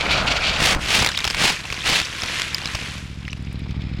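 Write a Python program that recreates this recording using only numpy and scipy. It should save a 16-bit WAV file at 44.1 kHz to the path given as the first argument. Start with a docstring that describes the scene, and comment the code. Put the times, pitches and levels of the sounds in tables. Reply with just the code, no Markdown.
"""A harsh scrape and squeal, then four surges of crunching gravel: a fallen motorcycle slides off the road.
Its fairing (the plastic shell) grinds on asphalt, then the bike digs into gravel and its frame thumps.
Flung stones shower down and click on the fairing. As the slide dies away, the puffs of the
four-cylinder engine stand out, idling unevenly. The loudest moments overload a microphone on the bike."""
import sys
import numpy as np
from scipy import signal
from scipy.fft import rfft, irfft
from scipy.io import wavfile

SR = 44100
rng = np.random.default_rng(int(sys.argv[2]) if len(sys.argv) > 2 else 0)


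def store_wav(level_fs):
    """Save 16-bit WAV to argv[1]."""
    pcm = np.round(np.clip(np.atleast_2d(level_fs), -1, 1) * 32767)
    wavfile.write(sys.argv[1], SR, pcm.T.astype(np.int16))


N = 176400
TIME = np.arange(N) / SR
STONE_ATTACK_S = 0.00043  # how fast the click of a stone or pebble builds up


def amp(db):
    """Turns decibels into a number to multiply a sound by."""
    return 10 ** (np.asarray(db) / 20)


def unit(x):
    """Scales a signal to an average strength (rms) of 1."""
    return x / np.sqrt(np.mean(x ** 2) + 1e-20)


def curve(rows):
    """Joins (time, value) points with straight lines, holding the first and last values."""
    return np.interp(TIME, *np.transpose(rows))


def bell(u):
    """A smooth bump around 0, of half width 1."""
    return np.exp(-u ** 2 / 2)


def add(mix, start_s, sound):
    """Mixes a sound in at the given time."""
    part = mix[max(round(start_s * SR), 0):][:len(sound)]
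    part += sound[:len(part)]


def colour(x, tone):
    """Shapes bass and treble to follow (f/Hz, level/dB) points; the result has strength 1."""
    f, db = np.transpose(tone)
    hz = np.fft.rfftfreq(4096, 1 / SR)
    log_gain = np.log(amp(np.interp(np.log(hz + 1), np.log(f + 1), db)))
    mirrored = np.r_[log_gain, log_gain[-2:0:-1]]
    response = np.exp(np.conj(signal.hilbert(mirrored)))  # rings after a click, never before it
    taps = np.fft.ifft(response).real[:len(hz)]
    return unit(signal.oaconvolve(x, taps)[:len(x)])


def wobble(rate_hz):
    """A random flutter of strength 1, mostly slower than the given rate."""
    hz = np.fft.rfftfreq(N, 1 / SR)
    spectrum = rfft(rng.standard_normal(N)) / (1 + (hz / rate_hz) ** 2) * hz / (hz + 10)
    return unit(irfft(spectrum, N))


def grit(per_s, spread_db, ring_s, wash, pitches=24):
    """Countless tiny collisions, each ringing briefly, over a hiss (the wash) of finer ones."""
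    sizes = amp(spread_db * np.minimum(rng.exponential(1, N), 4))
    hits = sizes * rng.choice([-1, 1], N) * (rng.random(N) < per_s / SR)
    pitch_index = rng.integers(0, pitches, N)
    out, t = np.zeros(N), TIME[:256]
    for k, hz in enumerate(np.linspace(300, 12000, pitches)):
        ring = np.exp(-t / ring_s) * np.cos(2 * np.pi * hz * t)
        ring /= np.linalg.norm(ring)
        ring[0] += 1  # the click of contact
        out += np.convolve(hits * (pitch_index == k), ring)[:N]
    return unit(unit(out) + wash * rng.standard_normal(N))


def panel(x):
    """The fairing rings at a few pitches of its own and boosts them in a sound."""
    # the fairing's resonances: f/Hz, width/Hz, gain/dB
    resonances = [(624, 120, -19), (1470, 260, -16.5), (2370, 140, -11.5), (4700, 98, -17)]
    out = x.copy()
    for hz, width, db in resonances:
        out += amp(db) * signal.lfilter(*signal.iirpeak(hz, hz / width, SR), x)
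    return unit(out)


def grind():
    """The fairing groans along the asphalt, rasping and squealing where it catches."""
    # loudness of the rasp: t/s, relative level/dB
    rasp_levels = [(0.0, -34), (0.01, -21), (0.026, -27), (0.05, -32), (0.058, -25), (0.084, -32),
                   (0.114, -15), (0.166, -24), (0.18, -20), (0.258, -35.5), (0.278, -16), (0.298, -26.5),
                   (0.318, -14.5), (0.344, -30.5), (0.37, -16.5), (0.392, -33), (0.44, -20.5), (0.49, -18),
                   (0.524, -28), (0.538, -22.5), (0.6, -25)]
    # tone of the rasp: f/Hz, level/dB
    rasp_tone = [(150, -11.5), (400, -24), (700, -11.5), (1800, -10), (2200, -2.5), (2900, -1),
                 (3300, -2.5), (4700, -6.5), (5050, -11.5), (7000, -18.5), (9800, -36), (16000, -61)]
    # loudness of the groan: t/s, level/dB
    groan_levels = [(0, -31.5), (.16, -24), (.25, -29), (.32, -25), (.42, -30), (.55, -28.5), (.75, -27.5),
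                    (.79, -42), (.86, -41), (1, -70)]
    # tone of the groan: f/Hz, level/dB
    groan_tone = [(150, -8), (400, -10.5), (640, 1.5), (900, -6), (1130, -6), (1430, 1.5), (1750, -7.5),
                  (2500, -10.5), (5000, -48)]
    # juddering squeals: peak t/s, half length/s, f/Hz, level/dB
    squeals = [(.012, 0.0055, 2243, -18.5), (0.064, .006, 2224, -20.5), (0.118, 0.025, 2385, -19.5),
               (0.281, 0.0058, 2726, -15), (0.44, .02, 2380, -21)]
    road_end_s, release_s = 0.578, 0.027
    rasp = panel(colour(grit(per_s=5000, spread_db=2.5, ring_s=.0007, wash=0.61), rasp_tone))
    groan = colour(grit(per_s=3700, spread_db=3.0, ring_s=.001, wash=0.54), groan_tone)
    contact = np.exp(-np.maximum(TIME - road_end_s, 0) / release_s)
    rasp_db = curve(rasp_levels) - 0.5 + 0.83 * wobble(rate_hz=130)
    out = rasp * contact * amp(rasp_db) + groan * amp(curve(groan_levels))
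    bend_hz, judder_db = 179 * wobble(rate_hz=310), 2.5 * wobble(rate_hz=250)
    for s, half_length, hz, db in squeals:
        squeal = np.sin(2 * np.pi * np.cumsum(hz + bend_hz) / SR)
        out += amp(db + judder_db) * bell((TIME - s) / half_length) * squeal
    return out


def wind():
    """Air beats on the microphone with a low rumble while the bike is still fast."""
    # loudness of the wind: t/s, level/dB
    levels = [(0, -40), (.22, -33), (.4, -34.5), (.8, -34), (1.1, -50), (1.6, -58), (4, -80)]
    # tone of the wind: f/Hz, level/dB
    tone = [(15, -16), (30, -3), (55, 1), (80, -12), (200, -26), (1000, -68)]
    return colour(rng.standard_normal(N), tone) * amp(curve(levels))


def engine():
    """Each cycle has four unevenly spaced exhaust puffs and a soft gulp of air, over faint clatter."""
    # loudness of the engine: t/s, level/dB
    levels = [(0, -24), (1.2, -29), (2.1, -31), (2.6, -27), (2.9, -23), (3.15, -22), (3.5, -17.5),
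              (3.8, -15), (4, -14)]
    # engine speed: t/s, cycle rate/Hz
    speeds = [(0, 15), (2.1, 14), (2.53, 14.3), (2.63, 12.7), (2.8, 13), (2.96, 14.6), (3.07, 13.4),
              (3.25, 13.8), (3.45, 13.2), (3.8, 13.8), (3.92, 12.9), (4, 12.8)]
    # the four firings: position/share of a cycle, relative level/dB, half width/s
    firings = [(0, -1, .0011), (.172, 0, .0017), (.405, 0, .0015), (.755, -4.5, .0014)]
    # tone of the moving parts: f/Hz, level/dB
    clatter_tone = [(300, 1), (500, -8), (700, -36), (1100, -21.5), (2100, -3.5), (2400, -1.5), (2800, -9),
                    (3600, -7), (4500, -13), (5150, -11.5), (5800, -26), (7000, -26), (9000, -35.5),
                    (16000, -51)]
    cycle_start_s, firing_spread_db, backwash, clatter_db = 3.547, .7, .42, -28
    intake_share, intake_gain, intake_half_width_s = .61, .36, .005
    rate = curve(speeds)
    cycles = np.cumsum(rate) / SR
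    cycles -= np.interp(cycle_start_s, TIME, cycles)
    from_intake_s = ((cycles - intake_share + .5) % 1 - .5) / rate
    puffs = -intake_gain * bell(from_intake_s / intake_half_width_s)
    for share, db, half_width in firings:
        nearest = np.round(cycles - share).astype(int)
        offset = (cycles - share - nearest) / rate / half_width
        strength = amp(db + firing_spread_db * rng.standard_normal(128))[nearest]
        # a short swing the other way comes just before each puff
        puffs -= strength * (bell(offset) - backwash * bell((offset + 1.7) / .6))
    puffs = signal.sosfiltfilt(signal.butter(3, 33, "high", fs=SR, output="sos"), puffs)
    clatter = colour(grit(per_s=1500, spread_db=1.5, ring_s=0.0013, wash=1.7), clatter_tone)
    clatter *= amp(clatter_db + 2.9 * wobble(rate_hz=35))
    return amp(curve(levels)) * (puffs + clatter)


def ploughs():
    """The sliding frame rumbles; each dig into the gravel crushes stones and shakes the bike's body."""
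    # rumble of the frame: t/s, level/dB
    rumble_levels = [(0, -30), (.22, -26), (.45, -35.5), (.72, -25), (.77, -25.5), (.83, -36), (1.05, -26),
                     (1.15, -42), (1.8, -41), (2.15, -44), (2.24, -36), (2.35, -40), (2.8, -40), (3.1, -51),
                     (4, -44.5)]
    # tone of the shaken body: f/Hz, level/dB
    body_tone = [(25, 0), (60, 2.5), (150, 3), (400, -5), (900, -5.5), (1500, -6.5), (3000, -29.5),
                 (8000, -67)]
    # digs into the gravel: start t/s, rise/s, hold/s, fall/s, crunch level/dB, body level/dB
    digs = [(0.571, 0.059, 0.096, .025, -17, -41), (0.856, 0.074, 0.03, 0.14, -15, -34),
            (1.35, 0.081, .04, 0.078, -15, -25), (1.826, 0.045, 0.11, 0.044, -18, -31)]
    # tone of the crushed gravel: f/Hz, level/dB
    crunch_tone = [(180, -26.5), (300, -9.5), (478, -8.5), (946, -4.5), (1100, -6.5), (1780, -1), (1930, 0),
                   (2740, 2), (4830, -4), (9550, -17), (15000, -33), (16000, -25)]
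    crunch = colour(grit(per_s=7000, spread_db=3.5, ring_s=0.00036, wash=0.53), crunch_tone)
    body = colour(grit(per_s=1500, spread_db=4, ring_s=0.00047, wash=0.45), body_tone)
    out = np.zeros(N)
    for start, rise, hold, fall, crunch_db, body_db in digs:
        surge = np.interp(TIME, start + np.cumsum([0, rise, hold, fall]), [0, 1, 1, 0]) ** 1.37
        out += surge * (amp(crunch_db) * crunch + amp(body_db) * body)
    return out * amp(1.9 * wobble(rate_hz=64)) + body * amp(curve(rumble_levels))


def shower():
    """Thrown gravel patters down in clumps and thins out."""
    # loudness of the falling gravel: t/s, level/dB
    levels = [(.55, -35), (.74, -29), (.78, -42), (.83, -27), (1.08, -29), (1.16, -34), (1.33, -30),
              (1.53, -26.5), (1.63, -36), (1.8, -32), (2.04, -29.5), (2.11, -32.5), (2.39, -25),
              (2.52, -33.5), (2.61, -34), (2.72, -32.5), (2.87, -32), (3.0, -38), (3.15, -47), (3.5, -54.5),
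              (4, -69)]
    # tone of the patter: f/Hz, level/dB
    tone = [(180, -30), (300, -12.5), (418, -11.5), (885, -17.5), (1030, -5), (1150, -8.5), (1460, -5),
            (1900, -3), (2520, -1), (7320, -15), (11300, -25.5), (16000, -42)]
    patter = colour(grit(per_s=3000, spread_db=3.5, ring_s=0.00068, wash=0.93), tone)
    return patter * amp(curve(levels) + 0.94 * wobble(rate_hz=89))


def pebbles():
    """Pebbles rattle on the bodywork at random moments, each with its own short ring."""
    # loudness of the rattle: t/s, level/dB
    levels = [(0, -48), (.55, -40), (.72, -33), (.78, -53), (.95, -29), (1.23, -32.5), (1.36, -41),
              (1.5, -34), (1.62, -46), (1.76, -35.5), (1.98, -28), (2.12, -42), (2.42, -37.5), (2.9, -42),
              (3.15, -64), (3.31, -41), (3.4, -64), (4, -63)]
    per_s, spread_db, middle_hz, spread_octaves = 260, 5, 3006, .5
    fade_s = .009  # time to die away by 60 dB
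    out, t = np.zeros(N), TIME[:1024]
    attack = 1 - np.exp(-t / STONE_ATTACK_S)
    count = int(per_s * N / SR)
    starts = rng.uniform(0, N / SR, count)
    variations = np.clip(rng.standard_normal((count, 2)), -2, 2)
    for s, (size, pitch) in zip(starts, variations):
        ring = np.sin(2 * np.pi * middle_hz * 2 ** (spread_octaves * pitch) * t)
        add(out, s, ring * attack * amp(spread_db * size - 60 * t / fade_s))
    return unit(out) * amp(curve(levels))


def stones():
    """Single stones hit the bike: a crack, the stone's short ring and a knock from the fairing."""
    # stone hits: t/s, relative level/dB, ring f/Hz, knock gain/dB, ring gain/dB
    hits = [(0.746, -11.5, 1990, -13, 6), (0.858, -14.5, 3290, -15, -2), (1.003, -12, 5450, -23, 2),
            (1.013, -32, 3360, -23, -9), (1.022, -12.5, 3190, -8, -5), (1.045, 5, 2300, -25, -8),
            (1.061, -0.5, 2290, -16.5, 0), (1.071, -8, 3950, -17, 5), (1.088, -3.5, 3500, -19.5, -5),
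            (1.116, -12.5, 3040, -22, 1), (1.149, -15, 3780, -22, -4), (1.174, -1, 3720, -31, -2),
            (1.188, -4, 5400, -35, -4), (1.203, -11, 3670, -18, 1), (1.242, -6, 3280, -14.5, 3),
            (1.25, -4, 2720, -17, -14), (1.267, -8, 5300, -25, -4), (1.275, -8, 2960, -12.5, 3),
            (1.3, -3.5, 4970, -23.5, -5), (1.307, -5.5, 5300, -23, -5), (1.345, -9, 2120, -15.5, 0),
            (1.499, -12, 2400, -11, -4), (1.521, -16, 2280, -13, -7), (1.653, -19.5, 2680, -18, 6.5),
            (1.701, -13, 2260, -20, 3), (1.724, -14.5, 2660, -11.5, 6), (1.741, -11, 2460, -22, -4.5),
            (1.999, 0.5, 2260, -30, -8), (2.014, -9.5, 2770, -16.5, -2), (2.219, -11, 5300, -21, 3.5),
            (2.233, -7.5, 2390, -16, -12), (2.396, -5.5, 3000, -22.5, -18), (2.417, 0.5, 2170, -32, -25),
            (2.545, -7, 4950, -25.5, 9.5), (2.581, -6, 2640, -45, -19), (2.656, -3, 4960, -36, -3),
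            (2.673, -11, 4070, -27, 0), (2.747, -13, 2540, -18, 0), (2.75, -11, 2150, -16, -7),
            (2.979, -23, 2480, -14, 4), (3.251, -30, 2800, -18, 11), (3.279, -26.5, 2030, -14.5, 14),
            (3.329, -16.5, 2700, -23.5, 5)]
    # tone of the crack: f/Hz, level/dB
    crack_tone = [(200, -41), (1000, -2), (2600, 7), (5000, 3.5), (8000, -7), (15000, -31.5)]
    # tone of the knock: f/Hz, level/dB
    knock_tone = [(100, -2.5), (500, -4.5), (1100, 1), (2600, -4), (5000, -2), (12000, -25)]
    ring_fade_s, crack_fade_s, knock_fade_s = 0.0069, 0.0084, 0.023  # to die away by 60 dB
    ring_db, crack_db, knock_db, contact_delay_s = 1, -6.5, 9, 0.000983
    out, t = np.zeros(N), TIME[:2048]
    attack = 1 - np.exp(-t / STONE_ATTACK_S)
    crack_noise = colour(rng.standard_normal(N), crack_tone)
    knock_noise = panel(colour(rng.standard_normal(N), knock_tone))
    for s, db, hz, knock_gain_db, ring_gain_db in hits:
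        at = round(s * SR)
        ring = amp(ring_db + ring_gain_db - 60 * t / ring_fade_s) * np.sin(2 * np.pi * hz * t)
        crack = amp(crack_db - 60 * t / crack_fade_s) * crack_noise[at:][:len(t)]
        knock = amp(knock_db + knock_gain_db - 60 * t / knock_fade_s) * knock_noise[at:][:len(t)]
        top_hz = min(15100 * 2 ** (-0.1 * db), 18000)  # the loudest cracks lose some treble
        crack = signal.lfilter(*signal.butter(2, top_hz, fs=SR), crack)
        add(out, s + contact_delay_s, amp(db) * attack * (ring + crack + knock))
    return out


def thumps():
    """The frame hits the ground: one low push inside a wider, weaker swing the other way."""
    # blows to the frame: t/s, level/dB, half width/s
    blows = [(0.763, -13.5, .004), (1.017, -13, 0.0016), (1.27, -22, 0.0024), (1.348, -22, .003),
             (1.497, -22.5, .002), (1.714, -22, 0.0019), (2.016, -24, 0.0017), (2.75, -18.5, 0.0019)]
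    widening = 3.6
    out = np.zeros(N)
    for s, db, half_width in blows:
        offset = (TIME - s) / half_width
        out -= amp(db) * (bell(offset) - bell(offset / widening) / widening)
    return out


def settling():
    """A few last grains tick on the bodywork, each a tiny burst of noise around one pitch."""
    # falling grains: t/s, level/dB, f/Hz
    grains = [(3.376, -56, 9000), (3.425, -53, 7800), (3.449, -44, 4730), (3.472, -33, 2450),
              (3.528, -44.5, 9300), (3.556, -38, 3800), (3.592, -51, 8500), (3.71, -37, 3930),
              (3.819, -32, 3500)]
    fade_s, half_width_octaves = .025, 0.36
    out, t = np.zeros(N), TIME[:2048]
    hz = np.fft.rfftfreq(len(t), 1 / SR)
    for s, db, pitch in grains:
        band = bell(np.log2((hz + 1) / pitch) / half_width_octaves)
        tick = unit(irfft(rfft(rng.standard_normal(len(t))) * band))
        add(out, s, tick * amp(db - 60 * t / fade_s))
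    return out


def scene():
    """All the sounds reach the microphone on the bike, in one channel."""
    slide = grind() + ploughs() + shower() + pebbles() + stones() + settling() + thumps()
    return (slide + wind() + engine())[None]


def record(dry):
    """The overloaded microphone squashes the loudest peaks, and the very highest treble is cut."""
    ceiling, bias, top_hz = 0.38, 0.051, 16200
    drive = signal.resample_poly(dry, 2, 1, axis=1) / ceiling  # doubled sample rate for cleaner clipping
    lopsided = drive * (1 + bias * np.sign(drive))  # upward swings overload a little sooner
    clipped = ceiling * drive / (1 + lopsided ** 4) ** .25
    squashed = signal.resample_poly(clipped, 1, 2, axis=1)
    treble_cut = signal.firwin(255, top_hz, window=("kaiser", 9), fs=SR)
    return signal.oaconvolve(squashed, treble_cut[None], "same")


dry = scene()
out = record(dry)
store_wav(out)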